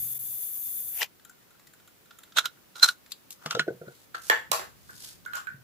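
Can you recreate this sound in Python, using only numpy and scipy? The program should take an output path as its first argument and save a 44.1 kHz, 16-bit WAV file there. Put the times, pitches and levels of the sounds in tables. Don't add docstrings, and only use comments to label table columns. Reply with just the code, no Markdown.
import sys
import numpy as np
from scipy import signal
from scipy.fft import rfft, irfft
from scipy.io import wavfile
from scipy.ndimage import uniform_filter1d

SR = 44100
rng = np.random.default_rng(int(sys.argv[2]) if len(sys.argv) > 2 else 0)


def int16_out(signal):
    q = np.round(np.clip(np.atleast_2d(signal).T, -1, 1) * 32767)
    wavfile.write(sys.argv[1], SR, q.astype(np.int16))


N = 248402
T = np.arange(N) / SR
SIDES = np.array([[.5], [-.5]])


def undb(db):
    return 10 ** (np.asarray(db) / 20)


def unit(x):
    return x / np.sqrt(np.mean(x ** 2))


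def peak(x, db):
    return x * undb(db + 1.0) / np.abs(x).max()


def band(x, lo_hz, hi_hz):
    return signal.sosfilt(signal.butter(2, [lo_hz, hi_hz], "band", fs=SR, output="sos"), x)


def ring(x, modes):
    out = 0
    for hz, db, t60 in modes:
        radius = 1000 ** (-1 / (max(t60, 1 / 1000) * SR))
        angle = 2 * np.pi * hz / SR
        resonance = signal.lfilter([1], [1, -2 * radius * np.cos(angle), radius * radius], x)
        out = out + undb(db) * np.sin(angle) * resonance
    return out


def walk(rate):
    hold = int(SR / rate)
    steps = np.repeat(rng.standard_normal(N // hold + 1), hold)
    return 1.3 * uniform_filter1d(uniform_filter1d(steps, hold), hold)[:N]


def tinted(gain):
    hz = np.arange(N // 2 + 1) * SR / N + 1
    return unit(irfft(rfft(rng.standard_normal((2, N))) * gain(hz), N))


def hands(s):
    # (time [s], left minus right [dB], share sent to the room [dB])
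    places = [(1.02, 3, -49), (1.25, 7, -15), (2.2, -3, -11.5), (2.388, -3.5, -28), (2.88, -1.5, -35),
              (3.12, 4.5, -21), (3.601, -0.5, -28.5), (4.15, 1, -13), (4.3, -5.5, -5.5), (4.52, -9, -0.5),
              (4.9, 2.5, -9.5), (5.27, -4, -6), (5.36, -8, -1), (5.47, -10.5, -6.5)]
    when, pan_db, room_db = np.transpose(places)
    return np.interp(s, when, pan_db), np.interp(s, when, room_db)


def air():
    # (frequency [Hz], level [dB per Hz])
    air_colour = [(15, -25), (25, -15.5), (49, -11.5), (137, -1.5), (335, -3.5), (818, -10.5),
                  (1290, -10.5), (3080, -14.5), (7510, -17.5), (8590, -17.5), (14800, -14.5), (16000, -7)]
    # (time [s], level [dB])
    rumble_levels = [(0.0, -55.5), (0.48, -74.5), (0.9, -62), (1.1, -79.5), (3.3, -81.5), (4.2, -67.5),
                     (4.55, -62), (4.9, -62), (5.63, -64.5)]
    hz, db = np.transpose(air_colour)
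    tone = tinted(lambda f: undb(np.interp(np.log(f), np.log(hz), db)))
    tone_db = -56 + 1.0 * walk(1.5)
    rumble_db = np.interp(T, *np.transpose(rumble_levels)) + 1.2 * walk(2.1)
    rumble = unit(band(rng.standard_normal((2, N)), 61, 170)) * undb(rumble_db)
    return undb(tone_db) * tone + rumble


def room(x):
    low_t60_s, treble_t60_s = 0.28, 0.29
    t = np.arange(SR // 2) / SR
    low, high = rng.standard_normal((2, 2, len(t)))
    low_tail = band(low, 300, 3000) * 1000 ** (-t / low_t60_s)
    treble_tail = 0.52 * band(high, 2100, 16000) * 1000 ** (-t / treble_t60_s)
    tail = (low_tail + treble_tail) * np.clip((t - .004) / 0.0091, 0, 1)
    return signal.fftconvolve(x[None], tail / np.sqrt(np.sum(tail[0] ** 2)), axes=1)[:, :N]


def hum():
    # (time [s], frequency [Hz], RMS level [dB])
    hum_course = [(0.0, 126.7, -55.5), (0.387, 133.4, -67.5), (0.45, 129, -93)]
    s, hz, db = np.transpose(hum_course)
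    phase = 2 * np.pi * np.cumsum(np.interp(T, s, hz)) / SR
    return np.sqrt(2) * undb(np.interp(T, s, db, right=-120)) * np.sin(phase)


def charger():
    # (frequency [Hz], width [Hz], relative level [dB])
    part_modes = [(3540, 110, -18.5), (6540, 163, -15), (7510, 630, -20), (9200, 480, -11.5),
                  (10300, 140, -7), (11180, 140, -1), (12200, 670, -0.5), (12900, 280, -7),
                  (14200, 490, -11), (14800, 850, -9), (15100, 610, -6)]
    # (time [s], level [dB])
    sizzle_levels = [(0.0, -30.5), (0.228, -34), (1.01, -33.5), (1.036, -35), (1.07, -67)]
    # (time [s], depth [dB], length [ms])
    sizzle_pauses = [(0.142, -8, 6.7), (0.186, -35, 6.4)]
    pan_db = 4.5

    def colour(f):
        power = sum(undb(2 * db) / (1 + (2 * (f - hz) / width) ** 2) ** 1.21 for hz, width, db in part_modes)
        return np.sqrt(power)

    noise = tinted(colour)
    s, db = np.transpose(sizzle_levels)
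    pause_db = sum(depth_db * np.exp(-((T - t0) * 2000 / ms) ** 2) for t0, depth_db, ms in sizzle_pauses)
    level_db = np.interp(T, s, db, right=-120) + pause_db + 1.0 * walk(40)
    return noise * undb(level_db + SIDES * pan_db)


def bumps():
    # (time [s], level [dB]); peak() adds 1 dB
    bump_levels = [(3.457, -36), (3.545, -35.5), (3.592, -35), (3.674, -39), (3.702, -39.5), (3.744, -46),
                   (3.81, -44), (3.872, -41.5), (4.499, -45.5), (4.926, -55), (5.521, -53), (5.541, -43),
                   (5.576, -54), (5.603, -59)]
    # (frequency [Hz], gain [dB], t60 [s])
    thud_modes = [(134.5, -2.5, 0.17), (176.5, -5.5, 0.071)]
    out, t = np.zeros(N + 7000), np.arange(7000) / SR
    push = t * np.exp(-t / 0.00095)
    for s, db in bump_levels:
        detune = 1 + 0.12 * rng.standard_normal(len(thud_modes))
        modes = [(hz * d, gain_db, t60) for (hz, gain_db, t60), d in zip(thud_modes, detune)]
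        out[int(s * SR):][:len(t)] += peak(band(ring(push, modes), 180, 482), db)
    return out[:N]


def scrapes():
    # (full from [s], rise [ms], hold [ms], fall [ms], cavity [dB], cavity [Hz],
    # cavity ring t60 [ms], shell [dB], shell [Hz], treble [dB]); layer levels are RMS before the swell
    slides = [(0.97, 100, 36, 16, -56, 870, 3.8, -48.5, 2700, -51),
              (1.015, 24, 10.7, 42.5, -35.5, 900, 9.8, -27, 2900, -42.5),
              (1.42, 60, 11, 35, -64.5, 1900, 6.7, -71, 4020, -69),
              (2.372, 14.6, 10.3, 42.7, -22, 1450, 11, -18, 3800, -29),
              (2.445, 15.6, 15, 38, -32.5, 1456, 63, -46, 4100, -50),
              (2.76, 24, 69, 27, -50.5, 1404, 26, -52.5, 3950, -54),
              (2.832, 11.9, 14.5, 40, -18.5, 1450, 29.6, -13.5, 4123, -24),
              (2.885, 18, 2.3, 55, -32, 1424, 26, -35, 3950, -33.5),
              (3.112, 18, 5.5, 10, -59, 2410, 8.7, -54, 4320, -48),
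              (3.321, 17, 7.3, 46, -65, 1505, 4.3, -60, 4140, -45.5),
              (3.45, 84, 24, 74, -48.5, 1440, 7.5, -56, 2960, -59),
              (3.508, 19.7, 15, 80, -37, 1380, 10.7, -39, 2940, -48),
              (3.6, 27, 6.1, 32, -58, 1400, 13.5, -35, 3110, -58),
              (3.92, 120, 120, 66, -72, 1510, 5.1, -65.5, 4570, -62),
              (4.148, 9.3, 1.6, 67, -35.5, 1580, 5.8, -38, 4280, -50),
              (4.26, 125, 42, 18, -58, 1460, 4.2, -63, 4100, -44),
              (5.04, 320, 56, 115, -60.5, 1510, 6.3, -58, 5540, -44),
              (5.37, 63, 3, 50, -40, 1206, 14, -47.5, 3050, -45.5)]
    swell_step_db = -30
    shell_ring_ms = 27
    grit_db = 1.5 * rng.exponential(size=N) + 3.0 * walk(400)
    grit = rng.standard_normal((2, N)) * undb(grit_db)
    grit[1] += 0.27 * grit[0]
    grit[1] /= grit[1].std() / grit[0].std()
    out = np.zeros((2, N))
    for s, *ms, cavity_db, cavity_hz, ring_ms, shell_db, shell_hz, treble_db in slides:
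        rise, hold, fall = np.maximum(ms, 1) / 1000
        span = slice(int((s - 2 * rise) * SR), int((s + hold + 2 * fall) * SR))
        x, t = grit[:, span], T[span]
        cavity = band(ring(x, [(cavity_hz, 0, ring_ms / 1000)]), 500, 3200)
        shell_ring = ring(x, [(shell_hz, 0, ring_ms ** 2 / shell_ring_ms / 1000)])
        shell = unit(band(shell_ring, 1200, 7100)) + .5 * unit(band(x, 3700, 7500))
        treble = band(x, 3700, 12000)
        layers = [(cavity, cavity_db), (shell, shell_db), (treble, treble_db)]
        sound = sum(unit(layer) * undb(db) for layer, db in layers)
        swell_db = swell_step_db * np.maximum(np.maximum((s - t) / rise, (t - s - hold) / fall), 0)
        out[:, span] += undb(swell_db + SIDES * hands(s)[0]) * sound
    return out


def taps():
    # (time [s], cavity [dB], cavity [Hz], cavity ring t60 [ms], shell [dB], crack [dB], bench [dB]);
    # peak() adds 1 dB to each layer
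    tap_list = [(1.0168, -17, 2050, 12, -21.5, -33, -32), (1.0285, -21.5, 2440, 7.9, -18, -29, -48),
                (1.1962, -56, 1450, 15, -52, -57, -75), (1.2492, -48.5, 1380, 83, -47.5, -39, -68),
                (1.295, -45.5, 1447, 39, -74, -42.5, -80), (1.38, -62, 1390, 30, -62, -59, -75),
                (1.506, -57, 1430, 57, -59.5, -51.5, -75), (1.5464, -57, 1400, 43, -62, -67, -81),
                (1.5947, -53, 1940, 8.8, -55, -51, -57.5), (1.6704, -53.5, 1950, 16, -48, -44, -72),
                (1.7353, -48, 1510, 24, -50.5, -43.5, -89), (1.799, -58, 1380, 24, -54.5, -54, -72),
                (1.875, -51.5, 1430, 14, -48.5, -46.5, -79), (2.0562, -56, 1400, 34, -56, -55, -80),
                (2.1078, -45.5, 1380, 25, -44.5, -49.5, -54), (2.187, -49, 1320, 23, -43.5, -39.5, -67),
                (2.2339, -47.5, 1440, 23, -42, -40, -74), (2.275, -60, 1450, 35, -72, -65, -75),
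                (2.3213, -49.5, 1350, 30, -46.5, -70, -72), (2.3844, -7.5, 1350, 21, -8.5, -17, -28),
                (2.456, -24, 1400, 41, -16, -23.5, -34.5), (2.572, -58.5, 1410, 50, -78, -75, -75),
                (2.7557, -42, 1445, 68, -37, -45.5, -49.5), (2.7964, -51, 1410, 46, -28.5, -41, -60.5),
                (2.8872, -14.5, 1463, 42, -9.5, -19, -45.5), (3.0612, -48, 1700, 9.1, -47.5, -47, -87),
                (3.119, -53, 1595, 25, -24, -24, -49.5), (3.3056, -60, 1910, 20, -32, -28, -56),
                (3.46, -25, 1244, 15, -24, -33, -28.5), (3.5087, -19.5, 1370, 12, -14, -28.5, -54),
                (3.5494, -22.5, 1336, 110, -21.5, -38.5, -24), (3.5665, -51, 1300, 34, -37.5, -54.5, -23),
                (3.5943, -11, 1453, 42, -15, -34.5, -27.5), (3.664, -69, 1444, 30, -75, -82, -38),
                (3.678, -33, 1505, 37, -47, -62, -18), (3.7025, -60, 1450, 34, -61, -57, -29),
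                (3.8127, -44, 1386, 66, -82, -70.5, -34.5), (3.832, -63, 1433, 34, -82, -84, -42.5),
                (3.862, -48, 1437, 40, -75, -87, -55), (3.879, -41.5, 1440, 55, -54, -79, -35.5),
                (3.905, -56, 1450, 26, -75, -72, -53), (4.145, -23.5, 1340, 20, -59, -57, -44),
                (4.2985, -7, 1830, 9.5, -13, -12, -14), (4.5156, -19, 1100, 9.3, -10.5, -9.5, -17),
                (4.594, -28.5, 1340, 2.7, -29.5, -35, -32), (4.8921, -39, 1506, 26, -75, -63, -53),
                (5.2505, -53, 1420, 9.4, -43, -50, -50), (5.2603, -27.5, 1467, 45, -54, -39, -71.5),
                (5.3335, -28, 1454, 57, -35, -38, -64), (5.3535, -34, 1526, 38, -78, -28, -82),
                (5.364, -39, 1180, 8.8, -35.5, -45, -50.5), (5.47, -26, 1502, 50, -47, -45, -69.5)]
    # (frequency [Hz], gain [dB], t60 [s])
    bench_modes = [(370, -4, .025), (480, -1, .025), (650, 0, .018), (850, 0, .015), (1080, 0, .015)]
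    contact_ms, contact_ms_per_db = 2.6, -0.1
    soft_ms_per_db, soft_top_hz = 0.0539, 750
    rattle_db, rattle_length = -19.5, 3.07
    cavity_split, overtone, overtone_db = 0.027, 2.879, -6
    ping_hz_per_db = 40.5
    hard_tilt = 1
    board_hz, board_t60_s, board_db = 7470, 0.012, -6
    pan_scatter_db = 1

    near, far, t = np.zeros((2, N + 7000)), np.zeros(N + 7000), np.arange(7000) / SR
    for s, cavity_db, hz, ring_ms, shell_db, crack_db, bench_db in tap_list:
        noise = rng.standard_normal((3, len(t)))
        detune = 1 + 0.01 * rng.standard_normal(len(bench_modes))
        pan_db, room_db = hands(s)
        soft_db = np.clip(bench_db - crack_db, -20, 40)
        loudest_db = max(cavity_db, shell_db, bench_db)
        ms = max(contact_ms + contact_ms_per_db * loudest_db + soft_ms_per_db * soft_db, .5)
        u = t / (ms / 1000)
        rattle = undb(rattle_db) * np.exp(-u / rattle_length) / (1 + u ** 2)
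        push = u ** 2 * (8 * np.exp(-4 * u) + rattle)
        touch = push * (noise[0] + .5 * noise[1:])

        pair = [(hz, 0, ring_ms / 1000), (hz * (1 + cavity_split), -7.0, 0.44 * ring_ms / 1000)]
        purity_db = np.clip(cavity_db - shell_db, 0, 25)
        cavity = band(ring(touch, pair), 1400, 3132 - ping_hz_per_db * purity_db)

        overtone_ring = ring(touch, [(overtone * hz, 0, 0.17 * ring_ms / 1000)])
        shell = peak(band(touch, 3280, 8500), 0) + peak(overtone_ring, overtone_db)
        shell = band(shell, 1900, 5700)

        board = band(ring(touch, [(board_hz, 0, board_t60_s)]), 5000, 10000)
        crack = peak(band(touch, 5500, 14500), 0) + peak(board, board_db)

        tilt_db = hard_tilt * np.clip(crack_db - bench_db + 5.5, -25, 22)
        modes = [(f * d, db + tilt_db * max(np.log2(f / 480), 0), t60)
                 for (f, db, t60), d in zip(bench_modes, detune)]
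        top_hz = np.interp(soft_db, [5, 25], [1500, soft_top_hz])
        bench = band(band(ring(touch, modes), 330, top_hz), 330, top_hz)

        layers = [(cavity, cavity_db), (shell, shell_db), (crack, crack_db), (bench, bench_db)]
        sound = sum(peak(layer, db) for layer, db in layers)
        i = int((s - ms / 4000) * SR)
        near[:, i:i + len(t)] += sound * undb(SIDES * (pan_db + pan_scatter_db * rng.standard_normal()))
        far[i:i + len(t)] += sound[0] * undb(room_db)
    return near[:, :N], far[:N]


def scene():
    # (time [s], delay [ms])
    left_lag = [(2.9, 0), (3.6, 0.11), (4.15, 0.32)]
    scrape_room_db = -3
    tapped, far = taps()
    rubbed = scrapes()
    handled = tapped + rubbed
    late = np.round(np.interp(T, *np.transpose(left_lag)) * SR / 1000).astype(int)
    handled[0] = handled[0, np.arange(N) - late]
    to_room = far + undb(scrape_room_db + hands(T)[1]) * rubbed[0]
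    return air() + room(to_room) + hum() + charger() + bumps() + handled


def record(dry):
    notch_hz, notch_width_hz, notch_depth = 9030, 1500, 0.33
    top_hz = 15480
    resonance = signal.lfilter(*signal.iirpeak(notch_hz, notch_hz / notch_width_hz, SR), dry)
    rounded = np.tanh(dry - notch_depth * resonance)
    return signal.sosfilt(signal.ellip(10, .2, 70, top_hz, fs=SR, output="sos"), rounded)


dry = scene()
out = record(dry)
int16_out(out)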